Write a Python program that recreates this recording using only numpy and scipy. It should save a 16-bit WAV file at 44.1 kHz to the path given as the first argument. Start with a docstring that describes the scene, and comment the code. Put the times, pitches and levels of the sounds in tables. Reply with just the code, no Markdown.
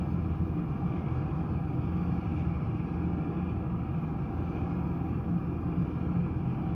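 """A deep, humming roar: a four-bladed helicopter hovers beside a container ship, heard from high aboard.
Main and tail rotor hum over the booming exhaust and the rush of the downwash. The gearbox sings,
the blades swish and the intakes whistle, all pulsing with the rotor; on top the turbines hiss and whine.
Sea wind between the aircraft and the listener makes every part waver."""
import sys
import numpy as np
from scipy import signal
from scipy.fft import rfft, irfft, next_fast_len
from scipy.io import wavfile
from scipy.ndimage import uniform_filter1d, map_coordinates

SR = 44100
rng = np.random.default_rng(int(sys.argv[2]) if len(sys.argv) > 2 else 0)


def int16_out(signal):
    """Quantize to a 16-bit WAV file."""
    q = np.round(np.clip(np.atleast_2d(signal).T, -1, 1) * 32767)
    wavfile.write(sys.argv[1], SR, q.astype(np.int16))


N = 297667


def amp(db):
    """Decibels to gain."""
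    return 10 ** (np.asarray(db) / 20)


def unit(x):
    """Scale to rms 1."""
    return x / np.sqrt(np.mean(x ** 2) + 1e-20)


def fader(points, glide_s):
    """A level ride through (time, level) points, its corners rounded."""
    times, levels = np.transpose(points)
    return uniform_filter1d(np.interp(np.arange(N) / SR, times, levels), int(glide_s * SR))


def swell(peak_s, length_s):
    """A bell-shaped envelope of height 1."""
    return np.exp(-(2 * (np.arange(N) / SR - peak_s) / length_s) ** 2 / 2)


def bumps(rows):
    """A dB curve with one bell-shaped boost or cut for each row."""
    return sum(db * swell(s, length) for s, length, db in rows)


def wobble(rate):
    """A smooth random curve, rate knots a second."""
    return map_coordinates(rng.standard_normal(int(N * rate / SR) + 4), [np.arange(N) * rate / SR])


def filtered(x, response):
    """Equalise x with a gain given as a function of frequency."""
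    size = next_fast_len(N + SR // 2)
    return irfft(rfft(x, size) * response(np.fft.rfftfreq(size, 1 / SR)), size)[:N]


def rush(spectrum, patchy_db):
    """Turbulent noise of rms 1, with drifting patches of stronger and weaker sound."""
    frames = signal.stft(rng.standard_normal(N), nperseg=2048)[2]
    patches = uniform_filter1d(rng.standard_normal(frames.shape), size=4, axis=0)
    patches = uniform_filter1d(patches, size=8, axis=1)
    noise = signal.istft(frames * amp(patchy_db * unit(patches)), nperseg=2048)[1][:N]
    corners, db = np.transpose(spectrum)
    eq = lambda hz: amp(np.interp(np.log(hz + 1), np.log(corners), db, right=-120))
    return unit(filtered(noise, eq))


def singing(bands):
    """Fuzzy tones: narrow bands of noise, each with its centre, half width and rms level."""
    def response(hz):
        return np.sqrt(sum(amp(db) ** 2 / width * np.exp(-((hz - centre) / width) ** 2 / 2)
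                           for centre, width, db in bands))
    total_rms = np.sqrt(sum(amp(db) ** 2 for _, _, db in bands))
    return total_rms * unit(filtered(rng.standard_normal(N), response))


def spin(hz, drift):
    """A running phase whose speed drifts by a small share, like a governed shaft."""
    return 2 * np.pi * hz * np.cumsum(1 + drift * wobble(1.505)) / SR + rng.uniform(0, 2 * np.pi)


def tone(phase, scatter, rate):
    """A tone of rms 1: the direct sound plus a part scattered by moving air and steel."""
    phase = phase + rng.uniform(0, 2 * np.pi)
    return unit((1 + scatter * wobble(rate)) * np.cos(phase) + scatter * wobble(rate) * np.sin(phase))


def chop(blade, blade_db, turn_db):
    """Tremolo that swells with every blade and, as the four blades differ, once a turn."""
    return unit(amp(blade_db * np.cos(blade) + turn_db * np.cos(blade / 4)))


# Bed of the main rotor's hum: multiple of the blade rate, level/dB
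MAIN_HARMONICS = [(2, -52), (3, -48), (5, -51.5), (6, -53.5), (7, -51)]
# Fader ride on its strongest harmonic, the fourth: t/s, level/dB
HUM_RIDE = [(0.0, -35.5), (0.47, -34.5), (0.6, -46), (0.87, -44.5), (1.0, -48), (1.12, -34), (1.3, -43),
            (1.5, -37), (1.64, -42), (1.8, -38.5), (2.35, -34.5), (2.6, -41), (2.74, -45), (2.9, -38),
            (3.18, -35.5), (3.33, -46), (3.57, -33), (3.7, -49), (3.87, -36.5), (4.28, -49), (4.41, -33),
            (4.53, -47), (4.61, -33), (4.71, -47), (5.1, -37), (5.27, -46.5), (5.58, -38.5), (5.7, -40.5),
            (5.87, -39), (6.4, -36), (6.55, -48.5), (6.75, -39)]
def main_rotor(blade):
    """Each passing blade pushes the air: a low harmonic hum, partly scattered by the wind."""
    bed = sum(amp(db) * tone(k * blade, scatter=0.28, rate=4) for k, db in MAIN_HARMONICS)
    hum = amp(fader(HUM_RIDE, glide_s=0.05) - 0.45) * tone(4 * blade, scatter=0.18, rate=11)
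    return bed + hum


# Fader ride on the tail rotor's fundamental: t/s, level/dB
TAIL_RIDE = [(0.0, -49.5), (0.73, -47.5), (1.03, -42), (1.65, -45), (1.93, -45), (2.9, -41.5),
             (3.23, -46.5), (4.42, -44.5), (4.73, -46.5), (5.0, -43.5), (6.75, -48.7)]
# Its overtones: multiple of the tail blade rate, level/dB
TAIL_HARMONICS = [(2, -50), (3, -54.5)]
def tail_rotor():
    """The tail blades pass faster and add a higher hum."""
    blade = spin(hz=114.35, drift=0.00074)
    fundamental = amp(fader(TAIL_RIDE, glide_s=0.15) - 2) * tone(blade, scatter=0.32, rate=4)
    overtones = sum(amp(db) * tone(k * blade, scatter=0.14, rate=5.5) for k, db in TAIL_HARMONICS)
    return fundamental + overtones


# EQ of the exhaust roar: f/Hz, level/dB
ROAR_EQ = [(15, -34.5), (45, -24), (56, -17.5), (68, -9), (80, -7), (92, -9.5), (120, -6), (150, -2),
           (170, -3.5), (205, -10), (243, -13.5), (400, -29.5)]
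# Fader ride on the boom between surges: t/s, level/dB
BOOM_RIDE = [(0, -38.5), (1.0, -37.5), (1.5, -44), (2.7, -41), (3.2, -36), (4.2, -37), (5.1, -36.5),
             (5.55, -39.5), (6.0, -39), (6.7, -32.5)]
# Exhaust surges, most near the boom's pitch: peak t/s, length/s, f/Hz, level/dB
EXHAUST_SURGES = [(0.433, 0.037, 171, -26.5), (0.602, .06, 305, -35.5), (0.614, 0.09, 171.5, -34),
                  (0.849, 0.068, 174, -31.5), (1.169, 0.091, 127.7, -33), (1.406, 0.044, 171, -32.5),
                  (1.801, 0.066, 128.9, -31.5), (2.037, 0.21, 172.9, -33), (2.329, .06, 300, -39),
                  (2.513, 0.046, 172, -30.5), (3.05, 0.12, 173.6, -31.5), (3.445, 0.17, 178, -33.5),
                  (3.723, .09, 173.4, -33), (3.96, .07, 164.8, -33), (4.777, 0.086, 173, -33),
                  (5.329, 0.12, 173, -28), (5.79, 0.064, 174.8, -29.5), (6.195, 0.115, 172, -29.4),
                  (6.482, .05, 129.1, -33), (6.491, 0.092, 174.7, -35)]
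def exhaust():
    """A broad low roar with a booming tone that flutters in the wind and ducks under each surge."""
    roar = amp(-34.5) * rush(ROAR_EQ, patchy_db=1.13)
    phase = spin(hz=172.6, drift=0.00491) + 0.24 * wobble(6.9)
    boom = amp(fader(BOOM_RIDE, glide_s=0.2) + 1) * tone(phase, scatter=0.58, rate=14)
    surging = sum(swell(s, length) for s, length, _, _ in EXHAUST_SURGES)
    duck = np.sqrt(np.clip(0.5 - surging, 0, 1))
    surges = sum(amp(db) * swell(s, length) * unit(np.cos(spin(hz, drift=0.00508)))
                 for s, length, hz, db in EXHAUST_SURGES)
    return roar + duck * boom + surges


# EQ of the downwash: f/Hz, level/dB
WASH_EQ = [(220, -25), (262, -2.5), (300, 0.5), (345, -5.5), (390, -9), (430, -12.5), (620, -28.5)]
# Its fader ride: t/s, level/dB
WASH_RIDE = [(0.0, -46), (1.43, -47), (1.73, -45.5), (2.55, -49), (2.75, -47.5), (3.03, -45), (3.3, -43.5),
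             (3.75, -49.1), (4.55, -45), (5.33, -47), (5.88, -44), (6.33, -46.5), (6.75, -45.5)]
def downwash():
    """Air driven down by the rotor fills the low mids and drifts with the wind."""
    return amp(fader(WASH_RIDE, glide_s=0.12) + 4) * rush(WASH_EQ, patchy_db=0.53)


# A low engine or ventilation hum and the higher tones of the gears: f/Hz, level/dB
MACHINE_TONES = [(72.7, -51), (321, -49), (363.6, -56.5), (594, -64.5), (689, -64.5), (957, -64),
                 (1204, -66.5), (1308, -68)]
def machinery():
    """Running machines hold steady pitches that waver in the wind."""
    return sum(amp(db) * tone(spin(hz, drift=0.001532), scatter=0.6, rate=14) for hz, db in MACHINE_TONES)


# Fader ride on the main gear mesh: t/s, level/dB
MESH_RIDE = [(0.0, -51.5), (0.3, -54), (0.62, -56.5), (0.85, -50.5), (2.35, -52), (2.5, -54), (3.4, -48.8),
             (3.65, -53), (4.67, -50), (4.95, -54), (5.1, -49.5), (5.3, -53.5), (5.5, -51.5), (6.4, -55),
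             (6.65, -48), (6.75, -50)]
# Fuzzy tones of exhaust and gearbox: f/Hz, half width/Hz, level/dB
CASING_BANDS = [(128.8, 3.4, -45.5), (211.7, 3.5, -50), (314.6, 6, -50.5), (493.7, 11, -59),
                (697.5, 14, -60.5), (1186, 14, -65), (1665, 28, -70), (1845, 28, -75.5)]
def gearbox(blade):
    """The main gear mesh and the singing casing throb with the rotor load."""
    mesh_tone = amp(-7) * tone(spin(hz=770, drift=0.0015), scatter=0.5, rate=20)
    mesh_fuzz = singing([(794.6, 22, -3)])
    mesh = amp(fader(MESH_RIDE, glide_s=0.1)) * (mesh_tone + mesh_fuzz)
    return (singing(CASING_BANDS) + mesh) * chop(blade, blade_db=1.2, turn_db=-1.06)


# EQ of the blade swish: f/Hz, level/dB
SWISH_EQ = [(300, -36.5), (440, -1), (500, 0.5), (545, -5.5), (650, -2.5), (820, 1), (915, -5.5), (980, -1),
            (1060, -2.5), (1170, -0.5), (1370, -3), (1500, -12), (1660, -10), (1950, -33.5)]
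# Its drift on the wind: t/s, level/dB
SWISH_RIDE = [(0.0, -51), (0.6, -52), (1.4, -48.5), (1.68, -53), (2.08, -50), (2.25, -51.0), (2.48, -51),
              (2.68, -51.5), (3.25, -49.5), (3.73, -53), (4.6, -49.5), (5.1, -52.0), (5.83, -52),
              (6.03, -52), (6.15, -51), (6.53, -53.0), (6.65, -49.5), (6.75, -53.5)]
def blade_swish(blade):
    """Midrange air noise off the blades, pulsing lightly with the rotor."""
    level_db = fader(SWISH_RIDE, glide_s=0.11) + 2.33 + 0.5 * wobble(90)
    return amp(level_db) * rush(SWISH_EQ, patchy_db=1.33) * chop(blade, blade_db=0.15, turn_db=0.36)


def flutter():
    """The fast level jitter, in dB, that turbulent air puts on the treble."""
    return 0.93 * wobble(24)


# EQ of the intake rush: f/Hz, level/dB
INTAKE_EQ = [(1500, -28), (1980, -12), (2200, -6.5), (2380, 0.5), (2600, -5.5), (2880, -9.5), (2950, -13),
             (3440, -18), (3540, -28.5), (5000, -51)]
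# Fuzzy intake whistles: f/Hz, half width/Hz, relative level/dB
INTAKE_WHISTLES = [(2216, 11, -4), (2320, 8.1, -1.5), (2360, 27, -0.5), (2414, 12, -3.5)]
# Brief flares of those whistles: peak t/s, length/s, boost/dB
WHISTLE_FLARES = [(2.38, .07, 8.5), (2.54, 0.054, 14.5)]
# Fader ride on rush and whistles together: t/s, level/dB
INTAKE_RIDE = [(0.0, -67.5), (0.3, -67), (0.55, -69.5), (0.9, -65.5), (1.75, -68.5), (1.88, -66.7),
               (2.4, -65.5), (2.98, -67), (3.48, -66), (3.7, -68), (4.3, -69), (4.58, -66), (5.55, -70.5),
               (5.78, -67.7), (6.75, -66.5)]
def intakes(blade, gust_db):
    """Air drawn into the engines rushes and whistles, pulsing with the rotor."""
    suction = amp(0.9 * gust_db + flutter()) * rush(INTAKE_EQ, patchy_db=2.4)
    whistle_db = -9.5 + bumps(WHISTLE_FLARES) + 0.85 * wobble(9)
    whistles = amp(whistle_db) * unit(singing(INTAKE_WHISTLES))
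    gain = amp(fader(INTAKE_RIDE, glide_s=0.1) + 6.5)
    return gain * (suction + whistles) * chop(blade, blade_db=1.06, turn_db=0.57)


# Drift of the turbine hiss on the wind: t/s, level/dB
HISS_RIDE = [(0.0, -75.5), (0.62, -77.5), (1.12, -75.4), (1.7, -76.6), (2.18, -75), (2.8, -77), (3.03, -76),
             (3.6, -80), (4.3, -77.7), (4.55, -76), (5.35, -79), (5.73, -78.2), (5.88, -75), (6.05, -77.5),
             (6.75, -78)]
# EQs of the hiss and of its faint fizzy top: f/Hz, level/dB
HISS_EQ = [(2500, -19.5), (3400, 2), (4100, -2), (4400, 0.5), (5300, -3), (6200, -7.5), (7000, -14),
           (7800, -23), (9000, -35)]
FIZZ_EQ = [(7000, -19.5), (7800, -10.5), (8500, -3), (10000, -0.5), (11000, -5), (13100, -5.5),
           (14300, -11.5), (15200, -18.5)]
# Stage whistles in the hiss and in the fizz: f/Hz, half width/Hz, relative level/dB
STAGE_WHISTLES = [(3610, 20, -7.5), (4370, 48, -5.5), (4630, 20, -5), (5030, 35, -6), (5300, 40, -2)]
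TOP_WHISTLES = [(10170, 120, -11), (14170, 90, -16)]
# Accents where one stage rings out: peak t/s, length/s, f/Hz, level/dB
STAGE_RINGS = [(0.298, .4, 5400, -89.5), (1.23, .1, 4630, -83.5), (1.6, .25, 10190, -91),
               (1.98, .18, 4610, -80.5), (2.25, .2, 4360, -81.5), (2.353, .25, 10060, -92),
               (2.6, .22, 5320, -84)]
def turbines(gust_db):
    """A gusty hiss, with fuzzy whistles from the turbine stages and a faint fizz on top."""
    ride_db = fader(HISS_RIDE, glide_s=0.076)
    hiss = amp(ride_db + gust_db + flutter() + 0.96) * rush(HISS_EQ, patchy_db=3)
    whistles = amp(ride_db - 12) * singing(STAGE_WHISTLES)
    rings = sum(amp(db) * swell(s, length) * singing([(hz, 0.0042 * hz, 0)])
                for s, length, hz, db in STAGE_RINGS)
    fizz_db = -85.5 + 0.3 * (ride_db - ride_db.mean())  # follows part of the hiss's slow swing
    top_whistles = amp(2.5 * wobble(4.2)) * singing(TOP_WHISTLES)
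    fizz = amp(fizz_db) * (rush(FIZZ_EQ, patchy_db=1.1) + top_whistles)
    return hiss + whistles + rings + fizz


# Drift of the compressor whine on the wind: t/s, level/dB
WHINE_RIDE = [(0.0, -83), (0.07, -84), (0.21, -87), (0.38, -84), (0.54, -82), (0.94, -89.5), (1.13, -89.5),
              (1.4, -90), (1.93, -82), (2.3, -88), (2.66, -93), (3.1, -91.5), (3.74, -89), (4.03, -84),
              (4.27, -88), (4.35, -81), (4.48, -86), (4.8, -81.7), (5.15, -82), (5.45, -86), (5.62, -83.5),
              (6.0, -87.5), (6.28, -91), (6.48, -87), (6.61, -83), (6.75, -93)]
# A brief dip in the whine: bottom t/s, length/s, gain/dB
WHINE_DROP = [(4.7, 0.064, -13)]
# Thin tones below the whine: f/Hz, level/dB
THIN_TONES = [(6479, -94.5), (9000, -103)]
def compressors():
    """The compressors give a needle-thin whine and two fainter high tones."""
    whine_db = fader(WHINE_RIDE, glide_s=0.05) + bumps(WHINE_DROP) + 0.5 + 0.5 * wobble(12)
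    whine = amp(whine_db) * tone(spin(hz=12958, drift=0.00008), scatter=0.15, rate=40)
    thin = sum(amp(db) * tone(spin(hz, drift=0.0002), scatter=0.3, rate=30) for hz, db in THIN_TONES)
    return whine + thin


# Short gusts that carry over more hiss and intake rush: peak t/s, length/s, boost/dB
WIND_GUSTS = [(2.39, .04, 4.5), (3.5, 0.029, 3), (4.56, 0.06, 1)]
def scene():
    """The hovering aircraft in mono, its layers sharing one main rotor and the same gusts."""
    blade = spin(hz=20.82, drift=0.0016)  # one cycle for each passing main blade
    gust_db = bumps(WIND_GUSTS)
    lows = main_rotor(blade) + tail_rotor() + exhaust()
    body = downwash() + machinery() + gearbox(blade) + blade_swish(blade)
    highs = intakes(blade, gust_db) + turbines(gust_db) + compressors()
    return (lows + body + highs)[None]


def record(dry):
    """A brick-wall high cut on the mix."""
    return filtered(dry[0], lambda hz: hz < 15250)[None]


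dry = scene()
out = record(dry)
int16_out(out)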